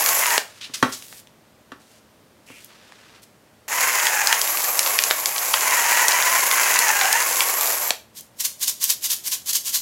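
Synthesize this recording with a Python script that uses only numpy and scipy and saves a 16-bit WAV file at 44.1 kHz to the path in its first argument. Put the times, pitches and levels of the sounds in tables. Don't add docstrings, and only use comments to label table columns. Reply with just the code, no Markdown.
import sys
import numpy as np
from scipy import signal
from scipy.fft import rfft, irfft
from scipy.io import wavfile
from scipy.ndimage import uniform_filter1d

SR = 44100
rng = np.random.default_rng(int(sys.argv[2]) if len(sys.argv) > 2 else 0)


def to_wav(sig):
    pcm = np.clip(np.atleast_2d(sig), -1, 1) * 32767
    pcm = np.round(pcm).astype(np.int16)
    wavfile.write(sys.argv[1], SR, pcm.T)


N = 432621
T = np.arange(N) / SR


# (button pressed t/s, button snaps back t/s)
MOTOR_RUNS = [(-.1, .379), (3.68, 7.906)]
def mill():
    feed_db = salt_feed()
    loaded_hz, speed_hz = motor_speed()
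    mesh_hz = speed_hz * (1 + .022 * walk(45) + .028 * walk(400))
    tooth_phase = 2 * np.pi * np.cumsum(mesh_hz) / SR
    throb_db = 1.6 * np.sin(tooth_phase / 57 + .8 * walk(12)) + 1.3 * walk(90)
    drive = gears(tooth_phase, loaded_hz) * undb(throb_db)
    return (drive + burr(throb_db) + brushes(tooth_phase, mesh_hz)) * undb(feed_db)


def running(coast_s, release_s=.012):
    return sum((T > on) * np.exp(-np.maximum(T - off + release_s, 0) / coast_s)
               for on, off in MOTOR_RUNS)


# (t/s, f/Hz)
MESH_PITCH = [(.16, 1102), (.38, 908.4), (3.75, 1031), (3.98, 1007), (4.08, 880), (4.24, 814), (4.4, 1103),
              (4.6, 1147), (4.95, 1098), (5.48, 1114), (5.6, 1055), (5.85, 948.6), (6.1, 933.6),
              (6.42, 1062), (6.7, 1025), (7.05, 770.6), (7.24, 1069), (7.88, 1151)]
def motor_speed(spin_up_s=.035, spin_down_s=.3):
    loaded_hz = np.interp(T, *np.transpose(MESH_PITCH))
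    spin_up = 1 - .4 * sum((T > on) * np.exp(-np.abs(T - on) / spin_up_s) for on, _ in MOTOR_RUNS)
    return loaded_hz, loaded_hz * spin_up * np.clip(running(spin_down_s), .5, 1)


# (t/s, level/dB)
FEED_RIDE = [(0.0, -20), (0.188, -22), (0.25, -24.5), (3.88, -23.5), (3.91, -26.5), (4.9, -25),
             (5.24, -28.5), (5.52, -25), (5.72, -24), (6.66, -23), (6.95, -24.5), (7.39, -24), (7.7, -25)]
def salt_feed(start_db=-9.5, start_s=.075, stop_db=-3.5, stop_s=.03):
    dips_db = sum(start_db * np.exp(-np.abs(T - on) / start_s)
                  + stop_db * np.exp(-np.maximum(off - T, 0) / stop_s) * (T < off + 1)
                  for on, off in MOTOR_RUNS)
    return np.interp(T, *np.transpose(FEED_RIDE)) + dips_db


# (f/Hz, level/dB)
GEARBOX_EQ = [(150, -34), (330, -22.5), (520, -15), (720, -7.5), (1000, -2), (1230, -3), (1550, 1),
              (1950, 1.5), (2700, -2), (3600, -15.5), (5200, -10.5), (6700, -2), (8600, -15.5),
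              (15000, -27)]
def gears(tooth_phase, loaded_hz, strain_hz=1071, knee_hz=21.4, strained_db=2, free_db=-7.5):
    slack = 1 / (1 + np.exp((strain_hz - loaded_hz) / knee_hz))
    load_db = slack * (free_db - strained_db)
    accent_db = 5.2 * np.cos(tooth_phase) + 2 * np.cos(tooth_phase / 9)
    knocks = grains(rate=7000, spread_db=1.5) * undb(accent_db)
    rattle = undb(-.45 + .085 * load_db) * colour(knocks, GEARBOX_EQ) * running(coast_s=.018)
    play_db = 3.5 * walk(150)
    whine = sum(undb(db + play_db + .55 * k * load_db) * np.sin((k + 1) * tooth_phase + .87 * walk(170))
                for k, db in enumerate([-6, -5.5, -18]))
    return (rattle + whine * running(coast_s=.036)) * undb(strained_db + load_db)


# (f/Hz, level/dB)
BURR_EQ = [(120, -28), (280, -12.5), (520, 2), (1000, 5.5), (1350, -3), (2300, -3.5), (3600, -7),
           (5300, -2), (7500, 4), (8600, -5), (10800, 1), (12800, 1.5), (14000, -1.5), (16000, -1.5)]
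def burr(throb_db):
    uneven_db = 1.4 * walk(110) + .35 * throb_db
    crunch = colour(grains(rate=10000, spread_db=2), BURR_EQ) * undb(1 + uneven_db)
    splinters = unit(resonate(grains(rate=45, spread_db=1), 5500, 4500))
    return (crunch + undb(-12) * splinters) * running(coast_s=.023)


def brushes(tooth_phase, mesh_hz):
    low_band = undb(-1.5) * walk(1150) * np.sin(10.3 * tooth_phase)
    high_band = undb(-11) * walk(1100) * np.sin(12.9 * tooth_phase)
    return (low_band + high_band) * (mesh_hz / 1120) ** 5 * running(coast_s=.004)


# (t/s, attack level/dB, centre f/Hz)
CRYSTAL_CRACKS = [(.259, -16.5, 2200), (4.069, -13, 2870), (4.272, -9, 5530), (4.327, -8, 2550),
                  (4.415, -14, 5900), (4.792, -7, 5700), (4.8619, -15.5, 2200), (4.989, -7.5, 3220),
                  (5.038, -10.5, 6050), (5.11, -9, 1790), (5.258, -11, 4600), (5.540, -7.5, 1800),
                  (6.083, -8, 6500), (6.12, -13.5, 2800), (6.5126, -13, 2608), (6.790, -8.5, 6400),
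                  (7.012, -11.5, 1610), (7.128, -8.5, 7200), (7.4063, -9.5, 2340), (8.841, -10.5, 12500)]
def cracks():
    return snaps(CRYSTAL_CRACKS)


def chips(per_s=6, over_feed_db=6, spread_db=3.5, centre_hz=4850, spread_octaves=.77):
    out, feed_db = np.zeros(N), salt_feed()
    for on, off in MOTOR_RUNS:
        for k, (jitter, size, pitch) in enumerate(rng.uniform(-1, 1, size=(60, 3))):
            s = on + (k + 1 + jitter) / per_s
            chip = snap(centre_hz * 2 ** (spread_octaves * pitch))
            if 0 < s < off:
                add(out, s, undb(feed_db[int(s * SR)] + over_feed_db + spread_db * size) * chip)
    return out


# (level/dB, centre f/Hz)
BUTTON_LAYERS = [(-9.5, 3250), (-15.5, 740)]
def button():
    return snaps([(off, db, hz) for _, off in MOTOR_RUNS for db, hz in BUTTON_LAYERS])


# (f/Hz, level/dB)
CHAMBER_EQ = [(300, -44.5), (600, -26.5), (800, -30.5), (1030, -12), (1280, -14), (1700, -11.5),
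              (2500, -10), (2900, -5), (4150, -3), (6400, 0), (9100, -4.5), (12700, -0.5), (16000, -10)]
# (t/s, level/dB, half length t/s)
TIP_SLIDE = (8.183, -35.5, .018)
# (t/s, level/dB, half length t/s)
LANDINGS = [(8.453, -17.5, 0.002), (8.686, -17, 0.012), (8.906, -18.5, 0.026), (9.119, -19.5, 0.025),
            (9.335, -21, 0.022), (9.555, -19, 0.02), (9.758, -20, 0.034)]
def shaking(rise_s=.0083, settle_s=.009, flight_s=.042, lid_db=-2.5, clump_db=2, coarse_db=-27):
    lid_hits = [(s - flight_s - 1.04 * half_s, db + lid_db, half_s) for s, db, half_s in LANDINGS]
    power = 0
    for s, db, half_s in [TIP_SLIDE] + lid_hits + LANDINGS:
        away_s = np.hypot(T - s, half_s) - half_s
        power += (undb(db) * np.exp(-away_s / np.where(T < s, rise_s, settle_s))) ** 2
    cloud = np.sqrt(power) * undb(clump_db * walk(140))
    impacts = grains(rate=22000, spread_db=1.8)
    burr_ring = undb(-16.5) * unit(resonate(impacts, 1110, 194))
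    burr_ring += undb(-10.5) * unit(resonate(impacts, 6900, 3600))
    coarse = undb(coarse_db) * unit(resonate(grains(rate=39, spread_db=-1), 10300, 9000))
    return (colour(impacts, CHAMBER_EQ) + .32 * burr_ring) * cloud + coarse * np.sqrt(cloud)


# (f/Hz, level/dB, 60 dB decay t/s)
BOARD_MODES = [(124, -15, 0.13), (250, -1.5, 0.076), (289, -2, 0.068), (395, -4, 0.038), (528, -5, 0.056),
               (875, -10, 0.045), (1130, 2.5, 0.033), (1286, -7, 0.08), (1360, -2, 0.053),
               (1520, -2, 0.028), (1765, 0.5, 0.029), (1940, -8.5, 0.067), (2790, -10, 0.04),
               (3260, -4.5, 0.031)]
# (t/s, level/dB as if packed into 10 ms, low-pass f/Hz)
BOARD_HITS = [(0.695, -42.5, 300), (.826, -9.5, 3170), (1.718, -34, 3000), (2.5, -42, 450)]
def board(attack_s=.00134, contact_s=.0046, rattle_s=.025):
    out, t = np.zeros(N), np.arange(SR // 3) / SR
    ring = sum((-1) ** k * undb(db - 60 * t / t60) * np.sin(2 * np.pi * hz * t)
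               for k, (hz, db, t60) in enumerate(BOARD_MODES))
    for s, db, bright_hz in BOARD_HITS:
        scrape = unit(resonate(rng.standard_normal(len(t)), 2000, 16000)) * np.exp(-t / contact_s)
        rattle = unit(resonate(rng.standard_normal(len(t)), 520, 1700)) * np.exp(-t / rattle_s)
        blow = (ring + undb(1.5) * scrape + undb(-7.5) * rattle) * np.minimum(t / attack_s, 1)
        softened = signal.lfilter(*signal.butter(1, bright_hz, fs=SR), blow)
        add(out, s, undb(db) * packed(softened, .01))
    return out


# (t/s, length t/s, level/dB, centre f/Hz, width f/Hz)
GLOVE_RUBS = [(0.443, 0.37, -51.5, 2400, 8950), (.607, 0.046, -36.5, 3120, 3300),
              (0.736, 0.019, -27, 4100, 7500), (0.756, 0.442, -45.5, 6900, 27200),
              (0.918, 0.026, -31.5, 5500, 8000), (1.798, 0.19, -58.5, 4000, 12000),
              (2.473, .12, -51.5, 2610, 1400), (2.46, .2, -51.5, 4400, 12900),
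              (2.674, .52, -53, 1630, 5000), (3.216, 0.024, -50, 5500, 18000)]
def glove(rise_s=.0054, fade_s=.01):
    out = np.zeros(N)
    slips = grains(rate=9000, spread_db=1.8) * undb(1.3 * walk(110))
    for s, length_s, db, hz, width_hz in GLOVE_RUBS:
        t = np.arange(int((length_s + 10 * fade_s) * SR)) / SR
        stroke = slips[int(s * SR):][:len(t)]
        rub = unit(resonate(resonate(stroke, hz, width_hz), hz, width_hz))
        envelope = np.minimum(t / rise_s, 1) * np.exp(-np.maximum(t - length_s, 0) / fade_s)
        add(out, s, undb(db) * rub * envelope)
    return out


# (t/s, attack level/dB, centre f/Hz)
MEAT_TICKS = [(1.0234, -35, 3850), (1.1264, -36, 1530), (1.2717, -44, 3000), (2.6455, -36, 11200),
              (2.9216, -38.5, 1890)]
def meat():
    return snaps(MEAT_TICKS)


def room(x, t60_s=.28, wet_db=-9, count=8):
    t = np.arange(SR // 2) / SR
    decay = undb(-60 * t / t60_s) * (t > .004)
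    wash = np.zeros(N)
    for _ in range(count):
        tail = resonate(rng.standard_normal(len(t)) * decay, 2300, 27000)
        sway = np.sqrt(2 / count) * np.sin(2 * np.pi * (rng.uniform(1, 4) * T + rng.random()))
        wash += signal.oaconvolve(x * sway, tail / np.linalg.norm(tail))[:N]
    return x + undb(wet_db) * wash


# (f/Hz, level/dB)
ROOM_TONE_EQ = [(15, -59), (25, -23), (74, -8.5), (96, -6), (225, -6), (429, -8.5), (475, -9), (555, -8),
                (700, -11.5), (12000, -29.5), (15600, -72), (22000, -120)]
# (f/Hz, level/dB)
APPLIANCE_TONES = [(108, -72.5), (220, -68.5), (613, -71), (13550, -75)]
def kitchen(tone_db=-55.5, hiss_db=-69):
    hum = sum(undb(db) * np.sqrt(2) * np.sin(2 * np.pi * hz * T + .61 * walk(8))
              for hz, db in APPLIANCE_TONES)
    room_tone = undb(tone_db) * colour(rng.standard_normal(N), ROOM_TONE_EQ)
    return room_tone + undb(hiss_db) * rng.standard_normal(N) + hum


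def snap(hz, ring_s=.002, crumble_s=.03, crumble_db=-23, edge_db=-35):
    t = np.arange(SR // 20) / SR
    envelope = np.exp(-(t / ring_s) ** 2) + undb(crumble_db) * np.exp(-t / crumble_s)
    burst = rng.choice([-1, 1], len(t)) * envelope
    body = resonate(resonate(burst, hz, 2 * hz), hz, 2 * hz)
    edge = undb(edge_db) * resonate(burst, 10000, 14000)
    return packed(body + edge, .0025)


def snaps(cues):
    out = np.zeros(N)
    for s, db, hz in cues:
        add(out, s, undb(db) * snap(hz))
    return out


def grains(rate, spread_db):
    size = undb(spread_db * np.minimum(rng.exponential(size=N), 2 * np.pi))
    return unit((rng.random(N) < rate / SR) * size * rng.standard_normal(N))


def walk(rate):
    step = int(SR / rate)
    held = np.repeat(rng.standard_normal(N // step + 1), step)
    return unit(uniform_filter1d(held, step)[:N])


def resonate(x, hz, width_hz):
    g, k = np.tan(np.pi * min(hz / SR, .45)), width_hz / hz
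    return signal.lfilter([g * k, 0, -g * k], [1 + g * k + g * g, 2 * g * g - 2, 1 - g * k + g * g], x)


def colour(x, points, size=2048):
    hz, db = np.transpose(points)
    bin_hz = np.arange(size // 2 + 1) * SR / size
    gain = undb(np.interp(np.log(bin_hz + 1), np.log(hz), db))
    cepstrum = irfft(np.log(gain))
    cepstrum[1:size // 2] *= 2
    cepstrum[size // 2 + 1:] = 0
    impulse = irfft(np.exp(rfft(cepstrum)))
    return unit(signal.fftconvolve(x, impulse)[:len(x)])


def undb(db):
    return 10 ** (np.asarray(db) / 20)


def unit(x):
    return x / np.sqrt(np.mean(x ** 2))


def packed(x, length_s):
    return x / np.sqrt(np.sum(x ** 2) / (length_s * SR))


def add(out, s, x):
    i = int(s * SR)
    out[i:i + len(x)] += x[:N - i]


def scene(direct_share=.2):
    clicks = cracks() + meat() + button() + chips()
    room_send = mill() + (1 - direct_share) * clicks + shaking() + glove() + board()
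    mono = room(room_send) + direct_share * clicks + kitchen()
    return np.array([mono, mono])


def record(dry, top_hz=15800):
    high_cut = signal.ellip(10, .1, 70, top_hz, fs=SR, output="sos")
    return signal.sosfilt(high_cut, np.clip(dry, -1, 1))


dry = scene()
out = record(dry)
to_wav(out)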